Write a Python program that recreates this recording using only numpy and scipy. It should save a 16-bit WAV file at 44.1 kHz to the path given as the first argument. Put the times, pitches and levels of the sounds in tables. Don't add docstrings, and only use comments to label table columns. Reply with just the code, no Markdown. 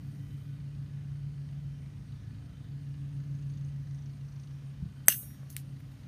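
import sys
import numpy as np
from scipy import signal
from scipy.fft import rfft, irfft
from scipy.io import wavfile

SR = 44100
rng = np.random.default_rng(int(sys.argv[2]) if len(sys.argv) > 2 else 0)


def makeup_ratio(level_db):
    decades = np.asarray(level_db, float) / 20
    return 10 ** decades


def inscribe(sig):
    pcm = np.round(np.clip(np.atleast_2d(sig).T, -1, 1) * 32767)
    wavfile.write(sys.argv[1], SR, pcm.astype(np.int16))


N = 267687


def rms_one(x):
    return x / np.sqrt(np.mean(x ** 2) + 1e-20)


def in_time(rows):
    s, *columns = np.transpose(rows)
    return [np.interp(np.arange(N) / SR, s, c) for c in columns]


def drift(rate):
    knots = rng.standard_normal(int(N / SR * rate) + 2)
    return np.interp(np.arange(N) / SR * rate, np.arange(len(knots)), knots)


def step(t, s, width_s):
    return .5 + .5 * np.tanh((t - s) / width_s)


def bump(s, half_s):
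    return np.exp(-((np.arange(N) / SR - s) / half_s) ** 4)


def swell(db, swing_db, period_s, loudest_s):
    return db + swing_db * np.cos(2 * np.pi * (np.arange(N) / SR - loudest_s) / period_s)


def coloured(x, spectrum):
    hz, db = np.transpose(spectrum)
    log_hz = np.log(np.arange(len(x) // 2 + 1) * SR / len(x) + 1)
    gain = makeup_ratio(np.interp(log_hz, np.log(hz), db))
    return rms_one(irfft(rfft(x) * gain, len(x)))


def band(x, lo_hz, hi_hz):
    return signal.sosfilt(signal.butter(2, [lo_hz, hi_hz], "band", fs=SR, output="sos"), x)


def add(out, s, sound):
    i = int(round(s * SR))
    out[i:i + len(sound)] += sound[:N - i]


def ping(hz, t60, rise_s):
    t = np.arange(int(1.5 * t60 * SR) + 8) / SR
    return np.sin(2 * np.pi * hz * t) * makeup_ratio(-60 * t / t60) * (1 - np.exp(-t / rise_s))


def steel(modes, rise_s, lasting, flutter_db):
    out, t = np.zeros(SR), np.arange(SR) / SR
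    for hz, db, t60 in modes:
        ring = ping(hz, t60 * lasting, rise_s)[:SR]
        sway = np.interp(t[:len(ring)] * 28, np.arange(30), rng.standard_normal(30))
        polarity = (-1) ** int(hz)
        add(out, 0, polarity * makeup_ratio(db + flutter_db * sway) * ring)
    return out


def ambience():
    # frequency in Hz, density in dB per Hz.
    air = [(20, -60.5), (40, -21.5), (60, -8.5), (141, -8), (200, -14), (293, -22), (354, -31.5),
           (900, -39.5), (2150, -42), (6800, -48.5), (7500, -57), (11000, -53.5), (15600, -55),
           (16100, -83)]
    # middle in seconds, half length in seconds, lift in dB.
    gusts = [
        (.2, 0.34, 8),
        (3.9, 0.97, 1),
        (5.7, .7, 4.5),
    ]
    t = np.arange(N) / SR
    noise = coloured(rng.standard_normal(N), air)
    low = signal.sosfiltfilt(signal.butter(2, 450, fs=SR, output="sos"), noise)
    high = signal.sosfiltfilt(signal.butter(2, 9500, "high", fs=SR, output="sos"), noise)
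    rumble_db = -48 - 0.41 * t + 0.51 * drift(3.7)
    hiss_db = -49.5 + .2 * (t - 3) + 0.35 * drift(8)
    leaves_db = -54.5 + sum(db * bump(s, half_s) for s, half_s, db in gusts) + 0.62 * drift(4.72)
    middle = (noise - low - high) * makeup_ratio(hiss_db)
    patches = np.zeros(N)
    for hz in 500 * 1.26 ** np.arange(11):
        patches += (makeup_ratio(1.8 * drift(9)) - 1) * band(middle, hz, 1.26 * hz)
    return low * makeup_ratio(rumble_db) + middle + patches + high * makeup_ratio(leaves_db)


def wind():
    # start in seconds, level in dB, pitch in Hz, cycles to die.
    puffs = [
        (4.824, -21.5, 170, 11),
        (4.822, -25.5, 83, 6.6),
        (4.855, -19, 138.6, 10.2),
        (4.858, -38, 207, 15),
    ]
    out = np.zeros(N)
    for s, db, hz, cycles in puffs:
        add(out, s, makeup_ratio(db) * ping(hz, cycles / hz, 0.0066))
    return out


def crickets():
    # middle in seconds, level in dB.
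    chirps = [(.135, -69), (.41, -72), (.70, -80), (.92, -84), (1.18, -79), (1.51, -75), (1.815, -73),
              (2.08, -74), (2.445, -73), (2.83, -72), (3.15, -71), (3.50, -71), (3.68, -71), (3.951, -73),
              (4.15, -72), (4.43, -70), (4.68, -71), (4.965, -74), (5.69, -70), (5.96, -75)]
    chirp_s, stroke_s = .07, .0116
    out, t = np.zeros(N), np.arange(int(chirp_s * SR)) / SR
    strokes = np.sin(np.pi * t / stroke_s) ** 2 * np.sin(np.pi * t / chirp_s) ** 0.48
    for s, db in chirps:
        hz = 8700 + 200 * t / chirp_s + 30 * rng.normal() + 110 * drift(300)[:len(t)]
        add(out, s - chirp_s / 2, makeup_ratio(db) * strokes * np.sin(2 * np.pi * np.cumsum(hz) / SR))
    chorus = rms_one(band(rng.standard_normal(N), 8100, 9300))
    return out + makeup_ratio(-83.0 + 1.2 * drift(14)) * chorus


def deck():
    # frequency in Hz, half width in Hz, level in dB.
    deck_modes = [(1253, 50, -86), (1500, 40, -85), (1720, 45, -83), (1950, 35, -85), (2450, 50, -86),
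                  (3080, 40, -85)]
    noise = rng.standard_normal(N)
    out = np.zeros(N)
    for hz, width, db in deck_modes:
        out += makeup_ratio(db + 4.5 * drift(4)) * rms_one(band(noise, hz - width, hz + width))
    return out


def valves(turns):
    # frequency in Hz, half width in Hz, level in dB.
    casing_modes = [(1300, 110, -2.5), (1737, 390, 4.5), (1930, 76, -12), (2490, 150, -5), (2830, 130, 1),
                    (3840, 230, 2), (4390, 240, 1.5), (5000, 380, -12.5)]
    # middle in seconds, half length in seconds, lift in dB, pitch in Hz.
    spells = [
        (3.5, 0.38, 21.5, 6400),
        (4.047, 0.16, 22, 5950),
        (4.384, 0.15, 25, 5950),
    ]
    bright_db = -86 + sum(db * bump(s, half_s) for s, half_s, db, _ in spells)
    bright_hz, = in_time([(s, hz) for s, _, _, hz in spells])
    tick_turn = .19
    since = (turns - tick_turn) % 1
    puff = np.minimum(since / 0.034, 1) * np.exp(-since / 0.21)
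    turn_number = (turns + 1 - tick_turn).astype(int)
    uneven = makeup_ratio(2 * rng.standard_normal(400).clip(-2, 1.5))[turn_number]
    noise = rng.standard_normal(N) * puff * uneven
    casing = np.zeros(N)
    for hz, width, db in casing_modes:
        casing += makeup_ratio(db + 2.5 * drift(9)) * rms_one(band(noise, hz - width, hz + width))
    bright = rms_one(band(noise, 18, 350)) * np.sin(2 * np.pi * np.cumsum(bright_hz) / SR)
    bright += .3 * rms_one(band(noise, 4000, 5200))
    return makeup_ratio(-69.5 - 15.0) * casing + makeup_ratio(bright_db - 10.5) * bright


def mower():
    # time in seconds, speed in turns per second.
    engine_speed = [
        (0, 26.97),
        (.6, 27.03),
        (1.1, 27.08),
        (1.5, 27.0),
        (2.05, 26.72),
        (2.5, 26.92),
        (3.5, 26.85),
        (4.5, 26.55),
        (6.1, 25.97),
    ]
    # time in seconds, level in dB.
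    blade_level = [(0, -46), (.6, -42), (1.15, -40.5), (1.7, -41.5), (2.05, -46.5), (2.4, -57.5),
                   (2.75, -42), (3.3, -37), (3.65, -38), (4.2, -43.5), (4.55, -42), (5.2, -51.5),
                   (5.6, -44), (6.1, -54)]
    order_swells = {2: (-62, 2.5, 12, 3), 3: (-64.5, 5.5, 5.0, 3), 4: (-53.5, 3.5, 2, 2.4),
                    5: (-49, 1.5, 4.5, 4), 6: (-58, 2.5, 2, 1.5)}
    # level in dB, swing in dB, period in seconds, loudest time in seconds.
    octave_swell = (-65, 4.5, 3.0, 0.08)
    order_lag = {2: .1, 3: 0, 4: .15, 5: .65, 6: .1}
    blade_lag = (.1, .25)
    turns = np.cumsum(in_time(engine_speed)[0]) / SR
    blade = 5.25 * turns
    away_db = -6 * step(np.arange(N) / SR, 4.05, .15)
    blade_db = in_time(blade_level)[0] + 1.0 * drift(2.5)
    out = makeup_ratio(blade_db) * np.cos(2 * np.pi * (blade - blade_lag[0]))
    octave_db = swell(*octave_swell) + .6 * away_db + 2 * drift(14)
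    out += makeup_ratio(octave_db) * np.cos(2 * np.pi * (2 * blade - blade_lag[1] + .12 * drift(12)))
    third_db = -79 + 2 * away_db + 4 * drift(3)
    out += makeup_ratio(third_db) * np.cos(2 * np.pi * (3 * blade + .1 * drift(8)))
    for order, level in order_swells.items():
        order_db = swell(*level) + away_db + 1.5 * drift(4)
        out += makeup_ratio(order_db) * np.cos(2 * np.pi * (order * turns - order_lag[order]))
    return np.sqrt(2) * out + valves(turns) + deck()


def rustle():
    # frequency in Hz, density in dB per Hz.
    grass = [(880, -27), (1500, -12), (2010, -12), (6220, -10), (6740, -11), (11500, -6), (15000, -7),
             (16400, -21)]
    # start in seconds, rise in dB per ms, hold in seconds, level in dB.
    brushes = [
        (5.5, 3, .006, -59),
        (5.5, 2, .065, -70),
        (5.565, 9, .002, -51),
        (5.566, 6, 0.036, -61),
        (5.795, 1.7, .01, -74),
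        (5.915, 2, .01, -74),
    ]
    grains = rng.standard_normal(N) * makeup_ratio(2.5 * rng.exponential(1, N).clip(0, 4))
    t = np.arange(N) / SR
    level = np.zeros(N)
    for s, rise, hold_s, db in brushes:
        before_db = 1000 * rise * (s - t).clip(0)
        after_db = 650 * (t - s - hold_s).clip(0)
        level += makeup_ratio(db - before_db - after_db)
    return level * coloured(grains, grass)


def knocks():
    # start in seconds, level in dB, pitch in Hz, cycles to die.
    small_knocks = [(5.0600, -45, 13500, 70), (5.0603, -47, 11300, 60), (5.0718, -47, 13600, 70),
                    (5.0718, -38, 11300, 66), (5.102, -25, 2830, 45), (5.1023, -33, 1604, 14),
                    (5.111, -36, 1700, 14), (5.121, -34, 2690, 29), (5.135, -36, 3480, 15),
                    (5.232, -45, 450, 6.1), (5.431, -44, 600, 6.8), (5.431, -42.5, 1300, 6.4),
                    (5.5025, -34, 6420, 10.5), (5.5022, -36, 13700, 25), (5.508, -45, 5000, 8.5),
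                    (5.5274, -44, 5200, 8), (5.5275, -38, 10000, 14), (5.576, -49, 9000, 12),
                    (5.585, -44, 4000, 11.5), (5.805, -46, 2200, 12), (5.805, -48, 14500, 20),
                    (5.805, -60, 12000, 21), (6.011, -60, 11000, 20)]
    # start in seconds, level in dB, pitch in Hz, cycles to die.
    landing = [(5.5654, -32, 8500, 8), (5.56596, -16, 12800, 14), (5.5659, -16, 8600, 15),
               (5.5659, -24, 4300, 7), (5.5658, -29, 2200, 12), (5.5659, -27, 3100, 6),
               (5.5659, -28, 6000, 8)]
    # frequency in Hz, peak level in dB, t60 in seconds.
    wire_end = [(6422, -59, 0.12), (8930, -71, 0.8), (10203, -63, 0.55), (10718, -60, 0.13),
                (12170, -62, 0.24), (12670, -62, 0.16), (12917, -60, 0.15), (13542, -56, 0.11),
                (13775, -67, 0.4), (15414, -55, 0.12)]
    # start in seconds, level in dB, share of ring time left.
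    end_blows = [
        (5.5022, 1, .7),
        (5.5275, -4, .6),
        (5.566, 0, .2),
    ]
    out = np.zeros(N)
    for s, db, hz, cycles in small_knocks + landing:
        add(out, s, makeup_ratio(db) * ping(hz, cycles / hz, 0.42 / hz))
    end_only = round(5.49 * SR)
    out[end_only:] = band(out[end_only:], 1500, 18000)
    for s, db, lasting in end_blows:
        add(out, s, makeup_ratio(db) * steel(wire_end, rise_s=.0003, lasting=lasting, flutter_db=2))
    return out


def cut():
    # frequency in Hz, density in dB per Hz.
    crack = [(1530, -46.5), (2600, -21), (4360, -23), (5560, -21), (6280, -1.5), (6930, -25.5),
             (7950, -4.5), (9330, -11.5), (11300, -4), (12200, -4), (13800, -6.5), (15400, -8.5),
             (16000, -11)]
    # frequency in Hz, density in dB per Hz.
    rattle = [(590, -61.5), (1000, -30.5), (1570, -6.5), (2370, -14), (2770, -2.5), (3130, -8.5),
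              (4060, -15.5), (6000, -13), (7800, -41.5), (13200, -120)]
    # delay in seconds, level in dB, pitch in Hz, t60 in seconds.
    jolt = [(.0005, -8, 1935, .010), (.0005, -7.5, 1700, 0.009), (.0005, -15.5, 1455, 0.0081),
            (.0005, -23.5, 1060, .011), (.001, -21.5, 615, .02), (.002, -36, 400, .02),
            (.002, -32.5, 280, 0.046), (.0025, -22, 188.7, 0.031)]
    # frequency in Hz, peak level in dB, t60 in seconds.
    wire_modes = [(5629, -57, 0.8), (6395, -61, 0.8), (6758, -54, 0.54), (7006, -59, 0.8),
                  (8204, -34, 0.28), (8327, -54, 0.66), (8949, -43, 0.47), (9177, -44, 0.41),
                  (9269, -57, 0.8), (9390, -36, 0.3), (9485, -50, 0.48), (9856, -30, 0.28),
                  (9957, -54, 0.68), (10034, -47, 0.46), (10143, -47, 0.42), (10446, -46, 0.47),
                  (10888, -54, 0.55), (11310, -41, 0.44), (12134, -38, 0.35), (12307, -35, 0.34),
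                  (12404, -38, 0.4), (12502, -42, 0.41), (12847, -38, 0.26), (13191, -35, 0.26),
                  (13921, -28, 0.25), (14692, -26, 0.25), (14811, -54, 0.58), (15353, -44, 0.32),
                  (15501, -55, 0.42)]
    # frequency in Hz, peak level in dB, t60 in seconds.
    pliers_modes = [(5633, -62, 2.0), (8949, -58, .7), (12404, -47, .6), (12502, -56, .6),
                    (13921, -56, .65), (14692, -52, .6)]
    # time after the cut in seconds, change in dB.
    fingers = [
        (.28, -9),
        (.34, -7),
    ]
    cut_s = 5.0822
    out, t = np.zeros(N), np.arange(int(.3 * SR)) / SR
    bite = t[:int(.022 * SR)]
    add(out, cut_s - .022, makeup_ratio(-64 + 1000 * bite) * np.sin(2 * np.pi * 8130 * bite))
    burst = 1.2 * (t / .0009) ** 2.4 * np.exp(-t / .00062) + .07 * np.exp(-t / .0045)
    shiver = makeup_ratio(-26) * np.exp(-t / 0.031)
    add(out, cut_s, makeup_ratio(1.5) * coloured(rng.standard_normal(len(t)), crack) * (burst + shiver))
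    for delay_s, db, hz, t60 in jolt:
        add(out, cut_s + delay_s, makeup_ratio(db) * ping(hz, t60, 0.83 / hz))
    thicket = [(6200 + 9300 * u, -66 + 6 * u + 12 * v, .22 + .3 * w) for u, v, w in rng.random((100, 3))]
    wire = steel(wire_modes, rise_s=.025, lasting=1.1, flutter_db=4.5)
    wire += makeup_ratio(1.5) * steel(thicket, rise_s=.002, lasting=.95, flutter_db=4.5)
    pliers = steel(pliers_modes, rise_s=.002, lasting=1.15, flutter_db=1.5)
    after = np.arange(SR) / SR
    turn_s = .178
    tumble_db = -4 + 34 * after.clip(0, turn_s) - 7 * step(after, turn_s, .02)
    add(out, cut_s, wire * makeup_ratio(tumble_db))
    add(out, cut_s, pliers * makeup_ratio(sum(db * step(after, s, 0.011) for s, db in fingers)))
    whip = coloured(rng.standard_normal(len(t)), rattle) * makeup_ratio(4.5 * drift(160)[:len(t)])
    whip_db = -36 - 220 * t - 300 * (t - 0.054).clip(0)
    add(out, cut_s, whip * makeup_ratio(whip_db))
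    return out


def scene():
    return (ambience() + wind() + crickets() + mower() + rustle() + knocks() + cut())[None]


def band_limit(x):
    return signal.sosfilt(signal.butter(12, 16570, fs=SR, output="sos"), x)


def record(dry):
    capsule = signal.sosfilt(signal.butter(2, 30, "high", fs=SR, output="sos"), dry)
    top_cut = signal.cheby2(10, 60, 16500, fs=SR, output="sos")
    mix = signal.sosfilt(top_cut, np.clip(capsule, -1, 1))
    return band_limit(mix)


dry = scene()
out = record(dry)
inscribe(out)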